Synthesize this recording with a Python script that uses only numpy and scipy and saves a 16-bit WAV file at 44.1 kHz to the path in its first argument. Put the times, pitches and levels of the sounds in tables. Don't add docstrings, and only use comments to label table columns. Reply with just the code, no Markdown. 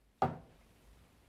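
import sys
import numpy as np
from scipy import signal
from scipy.fft import rfft, irfft
from scipy.io import wavfile
from scipy.ndimage import uniform_filter1d

SR = 44100
rng = np.random.default_rng(int(sys.argv[2]) if len(sys.argv) > 2 else 0)


def int16_out(signal):
    q = np.round(np.clip(np.atleast_2d(signal).T, -1, 1) * 32767)
    wavfile.write(sys.argv[1], SR, q.astype(np.int16))


def magnitude_from_level(level_db):
    exponent = np.asarray(level_db, float) / 20
    return 10 ** exponent


N = 57330

# (time [s], thump gain [dB], glass ring gain [dB], crack level [dB])
BASE_CONTACTS = [(0.2167, -67, -60, -83), (0.2199, -22.5, -22.5, -40), (0.2332, -34, -27.5, -59.5),
                 (0.2437, -39, -29.5, -58)]
# (frequency [Hz], relative level [dB], t60 [s], rise time [s])
COUNTER_MODES = [(89.5, -11, .25, 0.011), (130.9, -7.5, 0.25, 0.011), (160.3, -11.5, 0.41, 0.01),
                 (244.4, -11.5, 0.35, 0.0037), (315, -21, 0.24, 0.0055), (385.5, -7, 0.13, 0.002),
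                 (446.4, -17.5, 0.21, 0.012), (524.8, -11, 0.18, 0.0034), (611, -15.5, 0.23, 0.009),
                 (684, -7, 0.1, 0.0014), (764.7, 1.5, 0.095, 0.00067), (810, 0, .08, 0.0019),
                 (921.4, -14.5, 0.24, 0.0022), (968, -17, 0.22, 0.005), (1218, -11.5, 0.098, 0.00033),
                 (1248.6, -10.5, 0.12, 0.002)]
# (frequency [Hz], relative level [dB], t60 [s], rise time [s])
GLASS_MODES = [(1967, -30, 0.064, .001), (2180, -34.5, 0.097, 0.0013), (2790, -27.5, 0.051, 0.00058),
               (3355, -23.5, 0.022, 0.00034), (3900, -31.5, 0.049, 0.00029), (4500, -32.5, 0.05, 0.00032),
               (5500, -61, 0.29, .001), (6660, -76, .08, .001), (7800, -53, .35, 0.0027),
               (8400, -46, .04, 0.00059), (8800, -67, .05, 0.00078), (10260, -52, .19, .002),
               (11800, -65, .06, .001)]
# (frequency [Hz], relative density [dB per Hz])
ECHO_COLOUR = [(35, -49), (60, -25.5), (148, -6), (324, -12.5), (619, -13), (744, -7), (875, -18),
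               (1390, -13), (2650, -30.5), (10600, -60), (15000, -78)]
# (frequency [Hz], t60 [s])
KITCHEN_DECAY = [(80, 0.76), (200, 0.48), (600, 0.6), (1500, 0.3), (3000, 0.36), (6000, 0.37),
                 (12000, 0.33)]
# (time [s], level [dB], frequency [Hz], length [s])
SKIN_TICKS = [(0.191, -69, 3730, 0.0044), (0.603, -70, 2123, 0.035), (0.638, -76.5, 2083, 0.018),
              (0.706, -65, 2660, 0.0019), (0.991, -63.5, 3280, 0.0024)]
# (frequency [Hz], relative density [dB per Hz])
AIR_COLOUR = [(12, -29), (20, -10.5), (62, -5), (294, -13), (328, -18), (377, -14.5), (1310, -24.5),
              (2690, -26.5), (6360, -36.5), (11400, -35.5), (15000, -43)]
# (time [s], air level before the lift [dB], treble lift [dB], hum level [dB])
BACKGROUND_COURSE = [(0, -74, 3.5, -73), (.14, -73, 1.5, -73), (0.181, -72, 7, -79), (.3, -67.5, -2, -89),
                     (0.429, -68, -2, -59), (.51, -63, -6, -72), (.6, -65, 0, -63.5), (.7, -66.5, 4, -72.5),
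                     (.85, -65, 3, -66.5), (.97, -65.5, 2.5, -60.5), (1.1, -65.5, 1, -68.5),
                     (1.28, -66.5, 1.5, -68)]


def evened(x):
    return x / np.sqrt(np.mean(x ** 2) + 1e-20)


def read(points, hz):
    f, value = np.transpose(points)
    return np.interp(np.log(hz + 1), np.log(f + 1), value)


def add(mix, s, sound):
    part = mix[round(s * SR):][:len(sound)]
    part += sound[:len(part)]


def knock():
    out = np.zeros(N)
    counter, glass = ring(COUNTER_MODES), ring(GLASS_MODES)
    for s, thump_db, glass_db, crack_db in BASE_CONTACTS:
        add(out, s, magnitude_from_level(thump_db) * counter + magnitude_from_level(glass_db) * glass)
        add(out, s, magnitude_from_level(crack_db) * crack())
    landing_s, landing_db = BASE_CONTACTS[1][:2]
    add(out, landing_s, magnitude_from_level(landing_db) * echo())
    add(out, landing_s, rattle())
    return out


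def ring(modes):
    t = np.arange(SR // 2) / SR
    out = np.zeros(len(t))
    for hz, db, t60, rise_s in modes:
        decay = magnitude_from_level(db - 60 * t / t60)
        swell = (1 - np.exp(-t / rise_s)) ** 2
        out -= decay * swell * np.sin(2 * np.pi * hz * t)
    return out


def crack():
    centre_hz, decay_s = 2350, 0.0013
    t = np.arange(400) / SR
    band = signal.butter(2, [centre_hz / 2, centre_hz * 2], "band", fs=SR)
    puff = signal.lfilter(*band, rng.standard_normal(len(t)))
    return evened(puff) * np.exp(-t / decay_s)


def rattle():
    level_db, low_cut_hz, hold_s, t60 = -68, 4920, 0.028, 0.08
    t = np.arange(SR // 8) / SR
    fizz = signal.lfilter(*signal.butter(2, low_cut_hz, "high", fs=SR), rng.standard_normal(len(t)))
    return evened(fizz) * magnitude_from_level(level_db - 60 * np.maximum(t - hold_s, 0) / t60)


def echo():
    gain_db, rise_s = -13.5, 0.0033
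    t = np.arange(SR) / SR
    bands = np.geomspace(60, 15000, num=17)
    fine = np.fft.rfftfreq(SR, 1 / SR)
    noise = rfft(rng.standard_normal(SR)) * magnitude_from_level(read(ECHO_COLOUR, fine))
    noise = noise / np.sqrt(np.mean(irfft(noise) ** 2))
    place = np.interp(np.log(fine + 1), np.log(bands), np.arange(len(bands)))
    tail = np.zeros(SR)
    for k, hz in enumerate(bands):
        band = irfft(noise * np.maximum(1 - abs(place - k), 0))
        tail += band * magnitude_from_level(-60 * t / read(KITCHEN_DECAY, hz))
    return magnitude_from_level(gain_db) * tail * (1 - np.exp(-t / rise_s))


def ticks():
    out = np.zeros(N)
    for s, db, hz, length_s in SKIN_TICKS:
        t = np.arange(0, length_s, 1 / SR)
        wobble = uniform_filter1d(rng.standard_normal(2000), 60)[:len(t)]
        tone = np.sin(2 * np.pi * hz * t + 6 * wobble)
        add(out, s, magnitude_from_level(db) * np.sin(np.pi * t / length_s) * tone)
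    return out


def background():
    s, level_db, lift_db, hum_db = np.transpose(BACKGROUND_COURSE)
    t = np.arange(N) / SR
    return air(s, lift_db) * magnitude_from_level(np.interp(t, s, level_db)) + hum() * magnitude_from_level(np.interp(t, s, hum_db))


def air(s, lift_db):
    patch_db, flicker_db = 0.78, 1.2
    treble_hz = 4950
    frames, hz = N // 128 + 5, np.fft.rfftfreq(512, 1 / SR)
    patches = uniform_filter1d(rng.standard_normal((frames, 257)).T, 8, 0)
    patches = evened(uniform_filter1d(patches, 14, 1))
    flicker = evened(uniform_filter1d(rng.standard_normal((frames, 257)).T, 80, 0))
    shelf = hz ** 2 / (hz ** 2 + treble_hz ** 2)
    lift = np.outer(shelf, np.interp(np.arange(frames) * 128 / SR, s, lift_db))
    white = shaped(patch_db * patches + flicker_db * flicker + lift)[:N]
    colour = magnitude_from_level(read(AIR_COLOUR, np.fft.rfftfreq(N, 1 / SR)))
    return evened(irfft(rfft(white) * colour, N))


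def shaped(db):
    a, b = rng.standard_normal((db.shape[1], db.shape[0], 2)).T
    return signal.istft((a + 1j * b) * magnitude_from_level(db), nperseg=512, noverlap=384)[1]


def hum():
    centre_hz, wander_hz, swell_db, drift_hz = 54, 3, 2.5, 6.8
    turns = np.cumsum(centre_hz + wander_hz * slow(drift_hz)) / SR + rng.random()
    return evened(np.sin(2 * np.pi * turns) * magnitude_from_level(swell_db * slow(drift_hz)))


def slow(rate):
    fine = np.fft.rfftfreq(N, 1 / SR)
    lowpass = (fine > 0) / (1 + (fine / rate) ** 2)
    return evened(irfft(rfft(rng.standard_normal(N)) * lowpass, N))


def scene():
    return (knock() + ticks() + background())[None]


def roll_off(x):
    return signal.sosfilt(signal.butter(12, 15160, fs=SR, output="sos"), x)


def record(dry):
    end_s, after_db = 1.2795, -50
    cut = np.where(np.arange(N) < end_s * SR, 1, magnitude_from_level(after_db))
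    return roll_off(dry * cut)


dry = scene()
out = record(dry)
int16_out(out)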